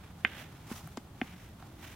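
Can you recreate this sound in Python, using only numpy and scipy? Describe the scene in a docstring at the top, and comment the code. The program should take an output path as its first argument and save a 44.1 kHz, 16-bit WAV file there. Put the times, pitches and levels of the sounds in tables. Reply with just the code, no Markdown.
"""A soft rub of skin on rubber, then a sharp pop: two hands work along a limp bicycle tyre,
close to a stereo microphone in a quiet yard before a brick wall. Fingers land on the hollow
casing with a pop of squeezed air and a low thump, the rubber flops over, and skin slides on it
between grips. A low rumble swells briefly now and then; distant outdoor noise lies underneath."""
import sys
import numpy as np
from scipy import signal
from scipy.fft import rfft, irfft
from scipy.io import wavfile
from scipy.ndimage import uniform_filter1d

SR = 44100
rng = np.random.default_rng(int(sys.argv[2]) if len(sys.argv) > 2 else 0)


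def waveform_to_disk(signal):
    """Save audio, clipped to [-1, 1], as 16-bit WAV at the path in sys.argv[1]."""
    frames = np.transpose(np.atleast_2d(signal))
    scaled = np.clip(frames, -1, 1) * 32767
    samples = np.round(scaled).astype(np.int16)
    wavfile.write(sys.argv[1], SR, samples)


N = 85995

# Fingers landing and the casing flopping over: t/s, pop level/dB, pop f/Hz, pop half length/cycles,
# side wall level/dB, thump level/dB, thump f/Hz, thump t60/s, thump lead/s,
# crackle level/dB, crackle centre f/Hz, left over right/dB
FINGER_TAPS = [(0.2497, -5.5, 2130, 0.67, -19.5, -25.5, 215, 0.037, 0.0035, -43, 2880, -3),
               (0.7152, -38, 1050, 1, -43, -21.5, 211, 0.033, .001, -65, 5000, -0.7),
               (0.8755, -41, 1300, 1, -35, -51, 251, .03, 0, -48.5, 14000, 0),
               (0.9740, -26, 830, 0.49, -33, -25, 250, 0.032, -0.0019, -36.5, 4100, 1.5),
               (1.2155, -17.5, 2140, 0.63, -17.5, -18, 243, 0.04, -.001, -48, 2490, 0.2),
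               (1.4900, -52, 1210, .6, -60, -38, 198, 0.034, -0.006, -59, 11000, -1),
               (1.6260, -40, 1180, 1, -32, -43.5, 260, 0.043, .001, -56, 3000, -2)]
# Air in the hollow of the tyre, rung by each pop: f/Hz, level against the pop/dB, t60/s
CAVITY_MODES = [(1100, -35, 0.032), (1568, -19.5, 0.028), (1836, -15.5, 0.018), (2086, -18.5, .036),
                (2460, -20.5, .028), (3000, -19, .018), (3510, -23.5, 0.024)]
# Skin sliding on rubber: peak t/s, rise/s, fall/s, rub level/dB, scuff level/dB, hiss level/dB,
# left over right/dB
SKIN_STROKES = [(0.04, 0.075, 0.12, -63.5, -63, -78, -3), (0.20, 0.032, 0.029, -71.5, -59.5, -69.5, -2),
                (0.262, 0.0091, 0.072, -54, -73, -80, 1), (0.33, .06, 0.082, -52, -69, -62.5, -3.5),
                (0.396, 0.026, 0.039, -47.5, -55.5, -54.5, -3.5), (0.56, 0.17, 0.32, -65, -61, -73, -2),
                (0.724, 0.044, 0.013, -54.5, -51, -53, -1), (0.778, 0.047, 0.017, -56.5, -52, -49, -1),
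                (0.812, 0.0083, 0.0091, -68, -53, -63, -1), (0.83, 0.026, 0.12, -64.5, -64, -60.5, -1),
                (1.235, 0.042, 0.034, -63.5, -56.5, -62.5, -1),
                (1.319, 0.085, 0.036, -56.5, -66, -64.5, -0.5),
                (1.424, 0.09, 0.065, -61.5, -72, -63.5, -1.5), (1.65, 0.08, 0.094, -66, -61, -72.5, -2),
                (1.844, 0.033, 0.022, -51.5, -53.5, -54, -2.5), (1.92, 0.072, 0.03, -55.5, -61, -58, -2)]
# Spectra of a stroke's hollow rub, dull scuff and hiss: f/Hz, relative level/dB
RUB_SPECTRUM = [(200, -30), (500, -4.5), (720, -6.5), (950, -11.5), (1500, -1.5), (2100, -1), (2900, -4.5),
                (3500, -6), (4300, -16.5), (16000, -48)]
SCUFF_SPECTRUM = [(60, -27), (250, 8), (480, -13.5), (800, 2), (1050, -1.5), (1450, -1.5), (1900, -30.5),
                  (4000, -12), (16000, -23)]
HISS_SPECTRUM = [(300, -23), (2000, -2), (3600, 1), (4600, -2), (5500, 3.5), (6500, 1.5), (8000, -2.5),
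                 (12000, -2), (16000, -2)]
# How alike the strokes reach the two sides of the microphone: f/Hz, likeness/0..1
SKIN_LIKENESS = [(200, 1), (2500, 0.75), (4000, 0.3), (7000, 0.053), (16000, 0.23)]
# Brief swells of low, narrow-band rumble: peak t/s, half length/s, level/dB, f/Hz
LOW_RUMBLE_SWELLS = [(0.574, .07, -53.5, 138), (0.852, 0.03, -48.5, 166), (1.313, 0.082, -56.5, 183),
                     (1.814, 0.19, -61, 310)]
# Spectrum of the distant outdoor background: f/Hz, relative level/dB
OUTDOOR_SPECTRUM = [(20, -16), (31, -20), (42, -9.5), (60, -4.5), (85, -0.5), (120, -2.5), (170, -5),
                    (240, -11.5), (330, -13), (480, -21), (800, -19.5), (1300, -25), (2200, -32.5),
                    (3300, -30.5), (5000, -36.5), (9000, -38.5), (16000, -40)]
# How alike that background reaches the two sides: f/Hz, likeness/0..1
OUTDOOR_LIKENESS = [(60, 1), (150, 1), (300, 0.9), (1000, 0.58), (2500, 0.2), (5000, 0.069), (16000, .1)]

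TOP_HZ = 15900  # upper edge of the crackle and of the recorder's band


def tap(pop_db, pop_hz, pop_cycles, wall_db, thump_db, thump_hz, thump_t60, thump_lead,
        crackle_db, crackle_hz, pan_db):
    """A pop of squeezed air rings the hollow; the rubber thumps and the skin crackles."""
    t = np.arange(-SR // 100, SR // 10) / SR
    pop = np.exp(-(t * pop_hz / pop_cycles) ** 2) * np.cos(2 * np.pi * pop_hz * t)
    hollow = sum(amp(db) * mode(t, hz, t60, rise=0.00033) for hz, db, t60 in CAVITY_MODES)
    soft_skin = signal.butter(4, 3900, fs=SR, output="sos")  # dulls the pop
    air = signal.sosfiltfilt(soft_skin, pop + hollow)
    # The tyre's stiffer side wall is pressed just before the pop.
    side_wall = mode(t + 0.00214, hz=753, t60=0.022, rise=0.0033)
    swing = mode(t + thump_lead, thump_hz, thump_t60, rise=0.0022)
    thump = np.gradient(swing, t) / (2 * np.pi * thump_hz)
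    tyre = amp(pop_db) * air + amp(wall_db) * side_wall + amp(thump_db) * thump
    return pan(pan_db) * (tyre + amp(crackle_db) * skin_crackle(t, crackle_hz))


def skin_crackle(t, centre_hz, spread_db=7, edge_ratio=1.66, decay_s=0.0014):
    """Skin slips in tiny uneven steps around the instant a finger lands."""
    slips = rng.standard_normal((3, len(t))) * amp(spread_db * rng.standard_normal(len(t)))
    stereo = slips[:2] + slips[2]  # the third row is common to both sides
    band_hz = [centre_hz / edge_ratio, min(centre_hz * edge_ratio, TOP_HZ)]
    crackle = signal.lfilter(*signal.butter(2, band_hz, "band", fs=SR), stereo)
    return unit(crackle) * np.exp(-abs(t) / decay_s)


def finger_taps():
    """Fingers land along the tyre, close to the microphone."""
    out = np.zeros((2, N))
    for at_s, *blow in FINGER_TAPS:
        add(out, at_s - 0.01, tap(*blow))  # a tap starts 10 ms ahead of its pop
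    return out


def skin_slides(grains_per_s=7600, grain_db=2, flutter_db=2):
    """Dense tiny slips swell and fade with each stroke: a hollow rub, a dull scuff and a hiss."""
    t, out = np.arange(N) / SR, np.zeros((2, N))
    for k, spectrum in enumerate([RUB_SPECTRUM, SCUFF_SPECTRUM, HISS_SPECTRUM]):
        sizes = amp(grain_db * np.minimum(rng.exponential(1, N), 4))
        grains = sizes * (rng.random(N) < grains_per_s / SR)
        slips = rng.standard_normal((2, N)) * np.sqrt(unit(grains) ** 2 + 1)  # half grainy, half even
        power = np.zeros((2, N))
        for peak_s, rise_s, fall_s, *levels_db, pan_db in SKIN_STROKES:
            half_height_s = np.where(t < peak_s, rise_s, fall_s)
            swell = 1 / np.cosh(1.336 * (t - peak_s) / half_height_s)
            power += (pan(pan_db) * amp(levels_db[k]) * swell) ** 2
        out += np.sqrt(power) * coloured(slips, spectrum, SKIN_LIKENESS)
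    uneven_pressure = amp(flutter_db * wander(samples=300))
    return out * uneven_pressure


def low_rumble_swells(width_octaves=0.17):
    """Brief swells of low, narrow-band rumble."""
    t, out = np.arange(N) / SR, np.zeros(N)
    hz = np.fft.rfftfreq(N, 1 / SR) + 1
    for peak_s, half_s, db, pitch_hz in LOW_RUMBLE_SWELLS:
        band = 1 / (1 + (np.log2(hz / pitch_hz) / width_octaves) ** 2)
        rumble = irfft(rfft(rng.standard_normal(N)) * band, N)
        out += amp(db) * unit(rumble) * np.exp(-((t - peak_s) / half_s) ** 2)
    return out


def yard_scatter(direct, t60_s=0.11, rise_s=0.00091, low_cut_hz=500):
    """Brick wall and ground send a short scatter back to the microphone, thin in the bass."""
    t = np.arange(SR // 4) / SR
    envelope = amp(-60 * t / t60_s) * (1 - np.exp(-t / rise_s))
    tail = rng.standard_normal((2, len(t))) * envelope
    tail = signal.lfilter(*signal.butter(1, low_cut_hz, "high", fs=SR), tail)
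    return signal.fftconvolve(direct, tail / np.linalg.norm(tail[0]), axes=1)[:, :N]


def outdoors():
    """Distant rumble and a faint even hiss."""
    air = coloured(rng.standard_normal((2, N)), OUTDOOR_SPECTRUM, OUTDOOR_LIKENESS)
    return air * pan(db=-0.5)


def amp(db):
    """Decibels to gain."""
    return 10 ** (np.asarray(db) / 20)


def unit(x):
    """Scales to rms 1."""
    return x / np.sqrt(np.mean(x ** 2) + 1e-20)


def read(points, hz):
    """Reads a table on a log-frequency axis."""
    f, value = np.transpose(points)
    return np.interp(np.log(hz + 1), np.log(f + 1), value)


def pan(db):
    """Two gains, the left one db above the right."""
    return amp(np.array([[db], [-db]]) / 2)


def add(mix, at_s, sound):
    """Mixes a sound in at a time."""
    start = max(round(at_s * SR), 0)
    part = mix[:, start:start + sound.shape[1]]
    part += sound[:, :part.shape[1]]


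def coloured(pair, spectrum, likeness):
    """Gives two unrelated noises a spectrum and a left-right likeness."""
    hz = np.fft.rfftfreq(N, 1 / SR)
    a, b = rfft(pair)
    alike = np.clip(read(likeness, hz), 0, 1)
    mid, side = a * np.sqrt(1 + alike), b * np.sqrt(1 - alike)
    left_right = np.array([mid + side, mid - side])
    return unit(irfft(left_right * amp(read(spectrum, hz)), N))


def wander(samples):
    """A smooth random drift of rms 1."""
    drift = uniform_filter1d(rng.standard_normal(N), samples)
    return unit(uniform_filter1d(drift, samples))


def mode(t, hz, t60, rise):
    """A damped vibration that swells from time zero."""
    t = np.maximum(t, 0)
    swell = 1 - np.exp(-(t / rise) ** 2)
    return swell * amp(-60 * t / t60) * np.cos(2 * np.pi * hz * t)


def scene():
    """Hands and tyre up close; behind them low swells, the taps' scatter and the far outdoors."""
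    taps = finger_taps()
    close = taps + skin_slides()
    return close + low_rumble_swells() + amp(-13.5) * yard_scatter(taps) + amp(-51) * outdoors()


def record(dry):
    """The recorder cuts off the highest treble."""
    low_pass = signal.firwin(511, TOP_HZ, window=("kaiser", 9), fs=SR)
    return signal.oaconvolve(dry, low_pass[None], "same")


dry = scene()
out = record(dry)
waveform_to_disk(out)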